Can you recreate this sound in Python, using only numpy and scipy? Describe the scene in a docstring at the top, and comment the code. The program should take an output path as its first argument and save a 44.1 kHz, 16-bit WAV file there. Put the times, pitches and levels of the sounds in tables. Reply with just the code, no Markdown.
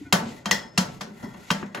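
"""A scissor jack is shifted and knocked against a steel tube frame in a garage, close to a phone's mics.
Each knock is a burst of contact chatter, mostly a few ms long, that rings the frame and the jack's arms;
a hollow thud follows, and a short room tail. Between knocks the parts rub, rumble and bump softly,
with one brief squeak near the start. Faint room tone lies underneath."""
import sys
import numpy as np
from scipy import signal
from scipy.fft import rfft, irfft
from scipy.io import wavfile
from scipy.ndimage import uniform_filter1d

SR = 44100
rng = np.random.default_rng(int(sys.argv[2]) if len(sys.argv) > 2 else 0)


def int16_out(signal):
    """Quantize to a 16-bit WAV file."""
    q = np.round(np.clip(np.atleast_2d(signal).T, -1, 1) * 32767)
    wavfile.write(sys.argv[1], SR, q.astype(np.int16))


N = 79380

# rubbing (time [s], deep rumble [dB], rumble [dB], scrape [dB], hiss [dB], top hiss [dB],
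# singing [dB re scrape])
RUB_LEVELS = [(0.0, -52, -49.5, -60.5, -57.5, -69, -7), (0.134, -61, -75, -55.5, -69, -81, -8),
              (0.254, -43.5, -62, -57, -47.5, -72, -13), (0.36, -50.5, -48, -59.5, -53, -60, 7.5),
              (0.44, -61, -55, -55.5, -63.5, -80.5, -8), (0.516, -57, -45, -39, -59, -57, -2),
              (0.58, -48.5, -38, -47, -47.5, -70, 5), (0.716, -65, -61, -62, -66.5, -82, -1.5),
              (0.832, -51, -47, -43, -49, -78, -17), (0.946, -42, -45.5, -65, -54, -63.5, -8),
              (1.052, -63, -43, -75, -69.5, -82, 1), (1.218, -57, -46.5, -48.5, -58, -61.5, -7.5),
              (1.318, -50.5, -45, -52, -62, -70.5, -4.5), (1.432, -69, -48, -52, -56.5, -64, -7),
              (1.564, -46.5, -52.5, -53, -48.5, -66, -7), (1.648, -54, -45.5, -64, -59, -74, 0),
              (1.728, -63, -51, -63.5, -65, -77, 6), (1.8, -65, -41, -58, -61, -83, 8)]
# spectra of the five rubbing noises, each (frequency [Hz], relative level [dB])
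DEEP_SPECTRUM = [(15, -34), (25, -2), (70, -13), (113, 4.5), (150, 4.5), (200, -9), (330, -120)]
RUMBLE_SPECTRUM = [(76, -21), (130, -15.5), (162, -1.5), (221, -2), (318, -13), (404, -4), (600, -54.5),
                   (780, -49), (1320, -120)]
SCRAPE_SPECTRUM = [(240, 7), (400, -2), (991, 2.5), (1290, -9.5), (1370, 7), (1850, -15.5), (2400, -26),
                   (3120, -56), (5280, -120)]
HISS_SPECTRUM = [(1180, -60), (2000, -2), (5950, -10.5), (6570, -8.5), (8000, -10.5), (10400, -37),
                 (17600, -120)]
TOP_HISS_SPECTRUM = [(6000, -30), (8500, -3), (11500, 7), (15000, -3.5), (16500, -17)]
# modes of the jack's arms and of the tube frame (frequency [Hz], relative level [dB], t60 [s])
ARM_MODES = [(1830, -7, .33), (1950, 0, .22), (2028, -3, .15), (3311, -10, .28), (4212, -9, .12),
             (4740, -14, .2), (5210, -24, .9), (5380, -5, .2), (6365, -1, .09), (7214, -14, .14),
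             (14600, -16, .2)]
FRAME_MODES = [(739, -22.5, 0.26), (884.4, -10, 0.44), (976, -5.5, 0.18), (1149, -0.5, 0.074),
               (1215.5, 0.5, 0.051), (1328, -13.5, 0.45), (1635, -13.5, 0.37), (2750, -4.5, 0.075),
               (2850, -12, 0.081), (3180, -5.5, 0.12), (3934, -7.5, .09), (5100, -15, 0.074),
               (6750, -14, 0.13)]
# soft bumps (time [s], relative level [dB], pitch [Hz])
BUMPS = [(.005, -38.5, 296), (0.039, -45.5, 96), (0.059, -37.5, 280), (0.216, -29.5, 228), (.255, -30, 221),
         (1.042, -37.5, 203), (1.101, -40, 196.5), (1.235, -30, 205), (1.666, -43, 195.8)]
# partials of the squeak (frequency [Hz], level [dB])
SQUEAK_PARTIALS = [(700, -64.5), (1460, -55), (2120, -62), (2400, -64)]
# blows on the frame, levels relative (time [s], level [dB], thud [dB], chatter at 1, 2.5, 5.5 and
# 11 kHz [dB], contact length [ms], thud pitch [Hz], thud t60 [s], frame ring [dB], arm ring [dB],
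# tail [dB], two pitches that the place of the blow favours [Hz])
KNOCKS = [(0.125, -1, -16, -14, -16, -13.5, -15.5, 6.7, 181, 0.1, -27.5, -53, -7.5, 743, 3240),
          (.457, -14.5, -26, -12.5, -16, -13.5, -23.5, 6.8, 203, 0.097, -27, -43, -7, 881, 3185),
          (.511, -6.5, -31.5, -15, -12.5, -6, -14.5, 5.1, 199, 0.23, -31.5, -22.5, -9.5, 947, 2960),
          (.776, -8, -17.5, -17, -17, -8.5, -16, 9.3, 184.9, .14, -25.5, -37.5, -4.5, 980, 2850),
          (1.008, -21, -38.5, -15.5, -16.5, -14, -23.5, 11.7, 188.2, .1, -28, -54, -3, 1373, 2660),
          (1.227, -39.5, -36, -6, -28, -18, -32, 48, 195, 0.089, -17, -15, 2.5, 980, 900),
          (1.344, -39.5, -46, -2, -11, -42, -40, 5.6, 205, 0.13, -29.5, -40, -9.5, 1150, 2740),
          (1.5035, -9, -18.5, -14.5, -11, -15.5, -25.5, 8.4, 190.4, 0.058, -25, -43, -9, 1200, 3280),
          (1.513, -12, -41.5, -12.5, -21, -4.5, -13, 2.3, 243, 0.218, -51, -40, -16, 5600, 6800),
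          (1.627, -25, -28, -10, -8, -53, -40, 4.9, 195, 0.045, -33.5, -40, -11.5, 1200, 1657),
          (1.746, -19, -41, -10, -12.5, -21, -23.5, 6.4, 203, .1, -29, -42, -7, 1690, 2670),
          (1.774, -28.5, -30.5, -10.5, -9.5, -39, -23, 5.8, 210, 0.06, -28, -42, -5, 1230, 3330)]
# bands of the chatter (frequency [Hz])
CHATTER_BANDS = [350, 1000, 2500, 5500, 11000, 16000]
# decay of the dense ringing and the garage (frequency [Hz], t60 [s])
TAIL_DECAY = [(100, 0.6), (260, 1), (700, 0.58), (1840, 0.32), (4850, 0.24), (12800, 0.21)]
# stereo width at the phone (frequency [Hz], side gain [dB])
SIDE_COLOUR = [(40, -2.5), (150, -5), (300, 0), (640, 1.5), (1400, 5.5), (3000, 2), (7000, 0.5),
               (16000, -42)]
# level between the microphone ports (frequency [Hz], left minus right [dB])
PORT_BALANCE = [(60, 1.5), (150, .3), (380, 1.5), (700, 2), (1290, .7), (2380, 2.7), (4400, 4), (8120, .7),
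                (15000, -.7)]
# phase between the ports (frequency [Hz], left lead [rad])
PORT_PHASE = [(20, 0), (250, .1), (860, .9), (1120, .5), (2150, .2), (3190, .3), (7150, .1), (8530, -2.8),
              (9470, -3.2), (10400, -6), (11700, -6.4), (12500, -8.9), (13900, -9.8), (14600, -12.4),
              (16200, -12.6)]


def undb(db):
    return 10 ** (np.asarray(db) / 20)


def unit(x):
    return x / np.sqrt(np.mean(x ** 2))


def fade(t, t60):
    return 1000. ** (-t / t60)


def along_hz(n, table):
    """A (Hz, value) table read at the bins of an n-point spectrum."""
    hz, values = np.array(table, float).T
    return np.interp(np.log(np.arange(n // 2 + 1) * SR / n + 1), np.log(hz + 1), values)


def colour(x, table):
    """Filter by a (Hz, dB) table."""
    return irfft(rfft(x) * undb(along_hz(x.shape[-1], table)), x.shape[-1])


def butter(x, order, hz, kind):
    return signal.sosfilt(signal.butter(order, hz, kind, fs=SR, output="sos"), x)


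def add(out, start_s, x):
    i = int(start_s * SR)
    out[..., i:i + x.shape[-1]] += x[..., :N - i]


def walk(rate_hz):
    """A glide from one random value to the next."""
    hold = int(SR / rate_hz)
    return 2 * uniform_filter1d(np.repeat(rng.standard_normal(N // hold + 1), hold), hold)[:N]


def room_tone():
    """Steady faint air of the garage; mid and side."""
    return undb(-67.5) * unit(colour(rng.standard_normal((2, N)), [(20, -27), (60, 5), (16000, -52)]))


def steel_ring(table, t, scatter_db, favoured=(), max_t60=9, split=.009):
    """Each mode of the steel is a close trio that beats; the place of a blow favours some pitches."""
    hz, db, t60 = np.repeat(np.array(table, float), 3, axis=0).T[:, :, None]
    level_draw, split_draw, phase_draw = rng.standard_normal((len(hz), 3)).T[:, :, None]
    flank = np.tile([-1, 0, 1], len(table))[:, None]
    favour_db = sum(8 * np.exp(-(np.log2(hz / pitch) / .07) ** 2) for pitch in favoured)
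    db = db - 5 * np.abs(flank) + scatter_db * level_draw + favour_db
    hz = hz * (1 + split * flank * (1 + 0.32 * split_draw))
    envelope = undb(db) * fade(t, np.minimum(t60, max_t60))
    return (envelope * np.sin(2 * np.pi * hz * t + np.pi * phase_draw)).sum(0)


def rubbing(side_db=-7.5, held_t60=.12):
    """Sliding parts rumble, scrape and hiss, and their grit sets the arms singing; mid and side."""
    t = np.arange(N) / SR
    times, *levels = np.array(RUB_LEVELS).T
    deep, rumble, scrape, hiss, top_hiss, singing = (undb(np.interp(t, times, db)) for db in levels)
    grit = rng.standard_normal((2, N)) * undb(walk(110))
    wavering = rng.standard_normal((2, N)) * undb(3 * walk(25.45))
    # a gripping hand shortens the ring
    held_arms = steel_ring(ARM_MODES, t[:6000], scatter_db=1, favoured=[1830], max_t60=held_t60)
    steel = unit(signal.fftconvolve(butter(grit[0], 2, 3900, "low"), held_arms)[:N])
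    out = deep * unit(colour(rng.standard_normal((2, N)), DEEP_SPECTRUM))
    out += rumble * unit(colour(wavering, RUMBLE_SPECTRUM))
    out += scrape * unit(colour(grit, SCRAPE_SPECTRUM))
    out += hiss * unit(colour(grit, HISS_SPECTRUM))
    out += top_hiss * unit(colour(grit, TOP_HISS_SPECTRUM))
    out[0] += scrape * singing * steel
    out[1] *= undb(side_db)
    return out


def thud(t, db, hz, t60, lag_s=.0068, rise_s=.0012):
    """A hollow low ring that swells in just after contact, with a longer wavering boom."""
    late = np.maximum(t - lag_s, 0)
    narrow_noise = unit(butter(rng.standard_normal(len(t)), 2, [hz - 33, hz + 33], "band"))
    boom = narrow_noise * undb(-12.5) * fade(late, t60=0.43)
    ring = np.sqrt(2) * np.sin(2 * np.pi * hz * late) * fade(late, t60)
    return undb(db + 3.5) * (1 - np.exp(-late / rise_s)) ** 2 * (ring + boom)


def bumps(t):
    """Soft contacts that sound only the thud; mid, with a silent side."""
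    out = np.zeros((2, N))
    for start_s, db, hz in BUMPS:
        add(out[0], start_s, thud(t, db, hz, t60=0.12))
    return out


def squeak(length_s=.05):
    """Sliding steel squeaks: a few wavering partials under one swell."""
    t = np.arange(int(length_s * SR)) / SR
    wavering_t = np.cumsum(1 + .006 * walk(101)[:len(t)]) / SR
    partials = sum(2 * undb(db) * np.sin(2 * np.pi * hz * wavering_t) for hz, db in SQUEAK_PARTIALS)
    return np.sin(np.pi * t / length_s) * partials


def chatter_spectrum(levels):
    """Four band levels, extended by a weaker band at each end, as a (Hz, dB) noise spectrum."""
    band_db = np.array([levels[0] - 7, *levels, levels[-1] - 8])
    density_db = band_db - 10 * np.log10(np.array(CHATTER_BANDS) / 2500)
    return [(100, density_db[0] - 20)] + list(zip(CHATTER_BANDS, density_db))


def chatter(t, contact_s, spectrum, scatter_db=3):
    """Steel chatters on steel: a short, uneven burst of noise."""
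    progress = t / contact_s
    grain = undb(scatter_db * np.repeat(rng.standard_normal(len(t) // 32), 32))
    touch = rng.standard_normal(len(t)) * grain * np.minimum(progress / 0.2, 1) * np.exp(-progress ** 4)
    touch *= np.sqrt(contact_s * SR / np.sum(touch ** 2))
    return butter(colour(touch, spectrum) * (progress < 3), 3, 600, "high")


def tail(t, spectrum, comb):
    """Dense ringing and garage reverb: half-octave noise bands dying at their own rates; mid and side."""
    noise_bins = rfft(colour(rng.standard_normal((2, len(t))), spectrum)) * comb
    hz = np.arange(len(t) // 2 + 1) * SR / len(t)
    decay_hz, decay_t60 = np.array(TAIL_DECAY).T
    out = 0
    for centre in 280 * 2 ** (np.arange(13) / 2):
        t60 = np.interp(np.log(centre), np.log(decay_hz), decay_t60)
        window = np.clip(1 - np.abs(2 * np.log2((hz + 1) / centre)), 0, 1)
        early = undb(3) * fade(t, t60 * 0.19)
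        out = out + irfft(noise_bins * window, len(t)) * (fade(t, t60) + early)
    return out * (1 - np.exp(-t / 0.0029))


def knocks(t, ripple_db=2.5, ripple_hz=60):
    """The jack strikes the frame: chatter, ringing frame and arms, thud and tail; mid and side."""
    out = np.zeros((2, N))
    ripple = uniform_filter1d(rng.standard_normal(len(t) // 2 + 1), int(ripple_hz * len(t) / SR))
    comb = undb(ripple_db * unit(ripple))  # dense unresolved modes comb the tail
    prompt = 1 + undb(6.5) * fade(t, t60=0.015)  # the frame loses this boost while the parts still touch
    for start_s, db, thud_db, *blow in KNOCKS:
        spectrum = chatter_spectrum(blow[:4])
        contact_ms, thud_hz, thud_t60, frame_db, arm_db, tail_db, *favoured = blow[4:]
        contact_s = contact_ms / 1000
        contact = chatter(t, contact_s, spectrum)
        frame = undb(frame_db) * steel_ring(FRAME_MODES, t, scatter_db=3, favoured=favoured) * prompt
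        arms = undb(arm_db) * steel_ring(ARM_MODES, t, scatter_db=0.81)
        ring = (frame + arms) * (1 - np.exp(-t / (0.23 * contact_s)))
        tail_mid, tail_side = undb(tail_db) * tail(t, spectrum, comb)
        gain = undb(db + 6.5)
        add(out[0], start_s, gain * (contact + ring + tail_mid) + thud(t, thud_db, thud_hz, thud_t60))
        add(out[1], start_s, gain * undb(-4.5) * tail_side)
    return out


def scene():
    """Jack and frame close up, the garage behind; left and right."""
    ring_t = np.arange(2 ** 15) / SR
    mid, side = knocks(ring_t) + bumps(ring_t) + rubbing()
    add(mid, .044, squeak())
    room_mid, room_side = room_tone()
    mid = mid + room_mid
    side = colour(side + room_side, SIDE_COLOUR)
    return np.array([mid + side, mid - side])


def record(dry, top_hz=15700):
    """Two microphone ports hear with their own level and lag; deep bass and top are cut, peaks rounded."""
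    half = undb(along_hz(N, PORT_BALANCE) / 2) * np.exp(.5j * along_hz(N, PORT_PHASE))
    ports = irfft(rfft(dry) * np.array([half, 1 / half]), N)
    rounded = np.tanh(butter(ports, 3, 38, "high"))
    return signal.sosfilt(signal.ellip(10, .2, 80, top_hz, fs=SR, output="sos"), rounded)


dry = scene()
out = record(dry)
int16_out(out)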